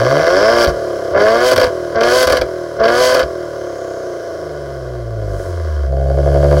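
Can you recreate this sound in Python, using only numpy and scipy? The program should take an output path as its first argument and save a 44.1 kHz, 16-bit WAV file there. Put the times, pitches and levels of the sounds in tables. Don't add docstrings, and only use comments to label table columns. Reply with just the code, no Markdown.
import sys
import numpy as np
from scipy import signal
from scipy.fft import rfft, irfft
from scipy.io import wavfile
from scipy.ndimage import uniform_filter1d

SR = 44100
rng = np.random.default_rng(int(sys.argv[2]) if len(sys.argv) > 2 else 0)


def output_pcm(signal):
    pcm = np.clip(np.atleast_2d(signal).T, -1, 1) * 32767
    wavfile.write(sys.argv[1], SR, np.round(pcm).astype(np.int16))


def level_to_linear(level):
    exponent = np.asarray(level, float) / 20
    return 10 ** exponent


N = 291060
TIME = np.arange(N) / SR

# frequency in Hz, level in dB.
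AIR_SPECTRUM = [(25, -20), (60, -3), (800, -12), (3000, -22), (15000, -33)]
# time in seconds, firing rate of one bank in Hz.
BANK_RATE = [(0, 55.95), (.35, 93.76), (.51, 117.7), (.7, 116.6), (1.12, 95.5), (1.47, 127.4),
             (1.68, 125.5), (1.97, 112.2), (2.17, 127.9), (2.43, 125.9), (2.81, 110.6), (3.0, 125.9),
             (3.2, 128.5), (3.77, 101.8), (4.63, 70.11), (5.39, 47.61), (5.88, 33.41), (6.6, 36.33)]
# pedal down, rev cut starts, pedal up, all in seconds,
# pipe level at the start in dB, pipe level at the end in dB.
BLIPS = [
    (-.2, 0.626, 0.7, -14.5, -8),
    (1.122, 1.526, 1.685, -8.5, -13),
    (1.937, 2.24, 2.43, -8, -15),
    (2.778, 3.123, 3.235, -10, -12.5),
]
# peak in seconds, rise in seconds, size [0-1].
BOOST_SURGES = [
    (.63, 0.078, 0.25),
    (1.48, 0.078, 0.42),
    (2.19, 0.2, 0.46),
    (3.05, .16, 0.44),
]
# time in seconds, pipe level in dB, breath in dB, load of the idle governor [0-1].
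FOOT_OFF = [(.7, -19, 0, 0.16), (1.9, -21, -0.03, 0), (2.75, -23, 0.1, 0), (3.3, -23, 0.6, .01),
            (4.3, -23.5, -0.5, 0.05), (4.74, -26.5, 2, .01), (5.13, -27.5, -2, 0.18), (5.4, -24, 0, 0.11),
            (5.75, -30, 8.5, 0.13), (5.86, -29, 3.5, 0.11), (5.91, -22.5, -10.5, 0.7),
            (6.3, -14.5, -8, 0.83), (6.54, -11, -6.5, 1), (6.6, -12, 2.5, 0.98)]
COASTING_FIRINGS = [-1.35, .75, .45, .45, .45, .75]
LOADED_FIRINGS = [1.7, 1.2, -.3, -1.1, -.3, -1.2]
# multiple of the bank rate, coasting level in dB, loaded level in dB relative
BOOM_TONES = [
    (1, -18.5, -40, .3),
    (2, -15.5, -9, 0.32),
    (3, -24, -25, .8),
    (4, -23, -2, 0.92),
    (6, -26, -11.5, 0.53),
]
# frequency in Hz, level in dB.
SILENCER_RESPONSE = [(35, -20), (49, 2.5), (84, -0.7), (95, -3.5), (106, 1.1), (154, -3.5), (172, -15.5),
                     (260, -11.5)]
# start in seconds, peak in dB, pitch in Hz, t60 in seconds.
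PRESSURE_SURGES = [(0.671, -11.5, 67.7, 0.14), (0.689, -18.5, 53.3, 0.16), (1.119, -26, 77.45, 0.16),
                   (1.538, -21, 103.4, 0.11), (1.571, -12.5, 97, 0.096), (1.64, -11, 65.6, 0.048),
                   (1.67, -14, 90.8, 0.051), (1.953, -29, 82.85, 0.14), (2.26, -21.5, 73, 0.16),
                   (2.309, -18.5, 71.3, 0.15), (2.39, -21, 63, 0.17), (2.428, -16, 59.75, 0.091),
                   (2.788, -31, 59.03, 0.16), (3.169, -33, 67.33, 0.15), (3.225, -21.5, 62.4, 0.18)]
# time in seconds, crack peak in dB, pipe ring in dB relative to it,
# misfire dip just before in dB.
LATE_BURNS = [(0.256, -28, -5, -1.5), (0.6428, -3.5, 5, -1), (0.6571, -12, 14, -9), (0.6708, -11.5, 6, -43),
              (1.202, -15.5, -5, 0), (1.2333, -23, 7, 0), (1.513, -7.5, 14, -3.5), (1.5599, -5, -19, -12),
              (1.5777, -5.5, 12.5, -3), (1.5984, -7, 5, -6), (1.6132, -6.5, 11.5, -3), (1.6314, -9, -8, 0),
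              (1.641, -7.5, 10, 0), (1.957, -17, -9, 0), (2.0081, -7.5, 10, -5.5), (2.0334, -7, -7, -2.5),
              (2.2277, -5.5, 6, 0), (2.2713, -4, 8, -9), (2.2982, -6.5, 9.5, -5), (2.323, -3, 8.5, 1),
              (2.369, -5.5, -20, 0.5), (2.413, -6.5, 10, -12.5), (2.799, -21, 18, 0),
              (2.8362, -9.5, 1, 0.5), (2.8542, -11, 10, 0), (2.88, -8.5, -17, 0), (3.145, -3, 9, 0),
              (3.1927, -6.5, 3, 0), (3.229, -13, 11, -2), (6.572, -32, 26, -2.5)]
# centre in Hz, width in Hz, level under load in dB, change when coasting in dB.
PIPE_MODES = [(94.6, 69, -22.5, 13), (156.3, 31, -19.5, 7.5), (216.5, 43, -24, 9.5), (284, 37, -13.5, -17),
              (348, 34.7, -3.5, 9.5), (440.6, 94, -8, 4.5), (513, 59, -1.5, 0.5), (577, 41.7, 2, 1),
              (653.4, 59.3, 2, -1), (674.1, 64.4, -1, 2.5), (755, 138, -14, -7)]
# centre in Hz, width in Hz, level under load in dB, change when coasting in dB.
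RASP_MODES = [(1006, 222, -0.5, 2.2), (1164, 163, 3.5, 0.1), (1452, 184, 3, 1.7), (1652, 181, 3, -4),
              (1890, 180, -17.5, 6.8), (2092, 190, -4, -4)]
# centre in Hz, width in Hz, level under load in dB, change when coasting in dB.
GAS_MODES = [(2355, 570, -7.5, 1), (3149, 416, -0.5, 3), (3820, 460, -8, 3), (4165, 265, -7, 7.5),
             (4600, 376, 2, -1.5), (5277, 600, -4, 8), (6005, 440, -9.5, 7.5), (6700, 940, -23.5, 14.5)]
# frequency in Hz, density in dB per Hz.
HISS_SPECTRUM = [(3820, -29), (6500, -11), (7220, -15.5), (9840, -17.5), (11000, -16.5), (12900, -25.5),
                 (15100, -23.5), (16000, -23)]
# time in seconds, centre in Hz, level in dB relative to the gas.
TURBINE_WHINE = [(0, 5700, -8), (.15, 5585, -8.5), (.45, 5160, 2), (.65, 5200, -6), (3.3, 5970, -38),
                 (3.6, 6190, -7), (3.9, 6700, -5.5), (4.4, 5393, -5), (4.8, 5123, -22)]
# foot-off level in dB, share of the breath, level with the throttle
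# just open in dB, gain at full boost in dB; levels relative to the pipe.
JET_LAYERS = [
    (-14, 0.76, -9, 2),
    (-23, 0.71, -31, 23),
    (-28.5, 0.56, -48.5, 35),
]

AIR_DB = -60
OPEN_S, SHUT_S, SPOOL_S, CUT_S = 0.032, 0.038, 0.042, 0.02
BOOST_PLATEAU = 0.56
BOOM_TOP_HZ, BOOM_SAG_DB_PER_HZ, IDLE_HZ = 218, .5, 35.5
THROTTLE_BOOM_DB, EVENED_DB = -6.5, -21
GULP_S, GULP_WIDTH_S, GULP_HISS_DB, GULP_BOOM_DB = 5.43, 0.12, 6, -8
SPIT_DB, SPIT_GROWTH, SPIT_BOOST_DB = -15, 1.3, 26
STRONG_FIRING_S = 6.171


def curves(table):
    s, *columns = np.transpose(table)
    return [np.interp(TIME, s, c) for c in columns]


def ramp(start_s, span_s):
    return np.clip((TIME - start_s) / span_s, 0, 1)


def ring(x, hz, width):
    pole = signal.iirpeak(hz, hz / width, fs=SR)
    return signal.lfilter(*pole, signal.lfilter(*pole, x))


def body(x, modes, coasting=0):
    out = 0
    for k, (hz, width, db, off_db) in enumerate(modes):
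        out = out + (-1) ** k * level_to_linear(db + coasting * off_db) * ring(x, hz, width)
    return out


def band(x, lo_hz, hi_hz):
    return signal.sosfilt(signal.butter(2, [lo_hz, hi_hz], "bandpass", fs=SR, output="sos"), x)


def coloured(x, spectrum):
    hz, db = np.transpose(spectrum)
    gain_db = np.interp(np.log(np.fft.rfftfreq(N, 1 / SR) + 1), np.log(hz), db)
    return irfft(rfft(x) * level_to_linear(gain_db), N)


def steady(x, span_s=0.09):
    k = int(span_s * SR)
    power = uniform_filter1d(uniform_filter1d(x ** 2, k), k)
    return x / np.sqrt(power + 1e-12)


def clicks(times, sizes):
    at = np.clip(times * SR, 0, N - 2)
    i = at.astype(int)
    return np.bincount(i, sizes * (1 - at + i), N) + np.bincount(i + 1, sizes * (at - i), N)


def fade(x, tau_s):
    return signal.lfilter([1], [1, -np.exp(-1 / (tau_s * SR))], x)


def gulp(width_s):
    return np.exp(-((TIME - GULP_S) / width_s) ** 2)


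def open_air():
    return level_to_linear(AIR_DB) * steady(coloured(rng.standard_normal(N), AIR_SPECTRUM), span_s=1)


def bank_echo(x, t60_s=0.1, db=-16):
    age = TIME[:SR // 2]
    decay = np.exp(-np.log(1000) * age / t60_s) * (age > .006)
    tail = band(rng.standard_normal(len(age)), 147, 2740) * decay
    return x + level_to_linear(db) * signal.fftconvolve(x, tail / np.sqrt(np.sum(tail ** 2)))[:N]


def pedal():
    pipe_db, breath_db, governor = curves(FOOT_OFF)
    throttle, cut, boost = np.zeros((3, N))
    for (down, cuts, up, start_db, end_db), (peak, rise, size) in zip(BLIPS, BOOST_SURGES):
        on = ramp(down, OPEN_S) * (1 - ramp(up - SHUT_S / 2, SHUT_S))
        spool = 1 - np.exp(-np.clip(TIME - down - OPEN_S, 0, None) / SPOOL_S)
        surge = size * ramp(peak - rise, rise) * (1 - ramp(peak, up - peak))
        throttle = throttle + on
        cut = cut + on * ramp(cuts, CUT_S)
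        boost = boost + on * spool * (BOOST_PLATEAU + surge)
        blip_db = start_db + (end_db - start_db) * ramp(down, up - down)
        pipe_db = pipe_db + on * (blip_db - pipe_db)
    return throttle, cut, boost, pipe_db, breath_db, np.clip(governor, 0, 1)


def burn(hz, throttle, cut, boost, governor):
    slow = np.clip((75 - hz) / 25, 0, 1)
    coasting = 1 - governor - throttle * (.72 + .14 * boost - .05 * cut)
    far_db = -4 + slow + 1.5 * governor - throttle * (6 + 5 * boost - 3 * cut)
    scatter_db = .7 + 2.8 * slow * coasting * (1 - throttle) + 1.3 * governor
    scatter_db = scatter_db + throttle * (1.8 - 1.1 * boost + 2.6 * cut)
    puffy = .3 - .15 * slow + .22 * governor + throttle * (.5 - .1 * boost)
    return far_db, coasting, scatter_db, puffy


def boom(turns, hz, load, pipe_db):
    out = 0
    tone_hz, tone_db = np.transpose(SILENCER_RESPONSE)
    lags = (0., .1, .2, .35, .6)
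    for (order, off_db, on_db, share), lag in zip(BOOM_TONES, lags):
        coasting_db = off_db - BOOM_SAG_DB_PER_HZ * (hz - IDLE_HZ)
        db = coasting_db + load * (on_db + share * pipe_db - coasting_db)
        db = db + np.interp(np.log(order * hz), np.log(tone_hz), tone_db)
        db = db + EVENED_DB * (round(order) != 2) * ramp(GULP_S, 0.15) * (1 - load)
        passed = 1 / np.sqrt(1 + (order * hz / BOOM_TOP_HZ) ** 8)
        tone = np.cos(2 * np.pi * (round(order) * turns - lag))
        out = out + np.sqrt(2) * level_to_linear(db) * passed * tone
    return out


def thumps():
    out = np.zeros(N)
    for t, db, hz, t60 in PRESSURE_SURGES:
        age = np.clip(TIME - t, 0, 1)
        swell = (1 - np.exp(-age / 0.011)) * np.exp(-np.log(1000) * age / t60)
        tone = np.sin(2 * np.pi * hz * age) + 0.34 * np.sin(2.306 * 2 * np.pi * hz * age)
        out += level_to_linear(db + 8) * swell * tone
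    return out


def misfires(lead_s=0.0066):
    times, *_, dip_db = np.transpose(LATE_BURNS)
    total_db = 0
    for t, db in zip(times, dip_db):
        total_db = total_db + min(db, 0) * np.exp(-((TIME - t + lead_s) / 0.0096) ** 2)
    return level_to_linear(total_db)


def twice(times, db):
    return clicks(times, level_to_linear(db)) + clicks(times + .0045, level_to_linear(db - 3.5))


def pops(boost):
    times, crack_db, ring_db, _ = np.transpose(LATE_BURNS)
    noise = rng.standard_normal(N)
    burst = fade(twice(times, crack_db), .0024) * noise
    spit_db = SPIT_GROWTH * crack_db + SPIT_DB + SPIT_BOOST_DB * (np.interp(times, TIME, boost) - .8)
    spit = fade(twice(times, spit_db), 0.0025) * noise
    crack = level_to_linear(4.5) * body(burst, GAS_MODES) + level_to_linear(7.5) * body(burst, RASP_MODES)
    crack = crack + level_to_linear(2.5) * band(spit, 5900, 15000)
    kick = clicks(times, level_to_linear(crack_db + ring_db))
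    return crack + level_to_linear(33) * body(kick, PIPE_MODES)


def whine(width_hz=350):
    hz, db = curves(TURBINE_WHINE)
    slow = [band(rng.standard_normal(N), 3.2, width_hz) for _ in range(2)]
    turn = 2 * np.pi * np.cumsum(hz) / SR
    return level_to_linear(db) * steady(slow[0] * np.cos(turn) + slow[1] * np.sin(turn))


def firings(turns, burning):
    k = np.arange(int(np.floor(2 * turns[0])), int(2 * turns[-1]))
    times = np.interp(k / 2, turns, TIME)
    gap_s = np.gradient(times)
    far_db, coasting, scatter_db, _ = (np.interp(times, TIME, c) for c in burning)
    chance = np.clip(rng.standard_normal((len(k), 3)).T, -1.8, 1.8)
    even = np.clip((gap_s - .005) / .005, 0, .33)
    lugging = (1 - coasting) * np.clip((gap_s - .01) / .004, 0, 1)
    loaded = level_to_linear(far_db * (k % 2))
    coasted = even + (1 - even) * np.array(COASTING_FIRINGS)[k % 6]
    pattern = (1 - coasting) * loaded + coasting * coasted
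    lump = (1 - coasting) * (.5 + 1.5 * lugging) * np.array(LOADED_FIRINGS)[k % 6]
    sizes = pattern * level_to_linear(scatter_db * ((1 - .55 * lugging) * chance[0] + lump))
    late_s = .005 * gap_s * scatter_db * chance[1]
    shadow = level_to_linear(.7 * far_db * (1 - coasting) * (k % 2))
    gusts = level_to_linear(1.1 * chance[2])
    return times + late_s, sizes, shadow, gusts


def exhaust(turns, pipe_db, layers_db, burning):
    rasp_db, gas_db, hiss_db = layers_db
    _, coasting, _, puffy = burning
    times, sizes, shadow, gusts = firings(turns, burning)
    pulses = clicks(times, sizes)
    fronts = clicks(times, sizes / shadow * gusts)
    puffs = steady(fade(np.abs(fronts), .0018))
    jet = [rng.standard_normal(N) * (puffy * puffs + 1 - puffy) for _ in range(4)]

    turbulence = level_to_linear(-8.5 - 7.5 * coasting) * steady(body(jet[0], PIPE_MODES, coasting))
    pipe = steady(steady(body(pulses, PIPE_MODES, coasting)) + turbulence)

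    grit = level_to_linear(-3 + 3 * coasting) * steady(body(jet[1], RASP_MODES, coasting))
    rasp = steady(band(steady(body(pulses + fronts, RASP_MODES, coasting)) + grit, 630, 4000))

    snap = puffy ** 2 * steady(body(fronts, GAS_MODES, coasting))
    rush = steady(body(jet[2], GAS_MODES, coasting))
    gas = steady(band(snap + rush, 1740, 15000)) + whine()

    hiss = steady(coloured(jet[3] + 1.04 * rng.standard_normal(N), HISS_SPECTRUM))
    buffet = level_to_linear(-25 - 26 * coasting) * steady(band(rng.standard_normal(N), 30, 90), span_s=.6)
    jet_layers = level_to_linear(rasp_db) * rasp + level_to_linear(gas_db) * gas + level_to_linear(hiss_db) * hiss
    return level_to_linear(pipe_db) * (pipe + jet_layers + buffet)


def scene():
    hz, = curves(BANK_RATE)
    turns = np.cumsum(hz) / SR
    turns = turns + -turns[int(STRONG_FIRING_S * SR)] % 3
    throttle, cut, boost, pipe_db, breath_db, governor = pedal()
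    burning = burn(hz, throttle, cut, boost, governor)

    layers_db = []
    for off, share, on, gain in JET_LAYERS:
        layers_db.append(off + share * breath_db + throttle * (on - off) + gain * boost)
    layers_db[2] = layers_db[2] + GULP_HISS_DB * gulp(GULP_WIDTH_S)

    load = np.clip(throttle + np.clip((governor - .14) / 0.19, 0, 1), 0, 1)
    boom_db = THROTTLE_BOOM_DB * throttle + GULP_BOOM_DB * gulp(0.037)
    low = boom(turns, hz, load, pipe_db) * level_to_linear(boom_db) + thumps()
    near = exhaust(turns, pipe_db, layers_db, burning) * misfires() + pops(boost)
    return (open_air() + low + bank_echo(near))[None]


def low_pass(x):
    return signal.sosfilt(signal.butter(12, 16880, fs=SR, output="sos"), x)


def record(dry):
    rounded = .95 * np.tanh((1 + (dry / 1.8) ** 2) * dry / .95)
    top_cut = signal.ellip(8, .2, 40, 15850, fs=SR, output="sos")
    return low_pass(signal.sosfilt(top_cut, rounded))


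dry = scene()
out = record(dry)
output_pcm(out)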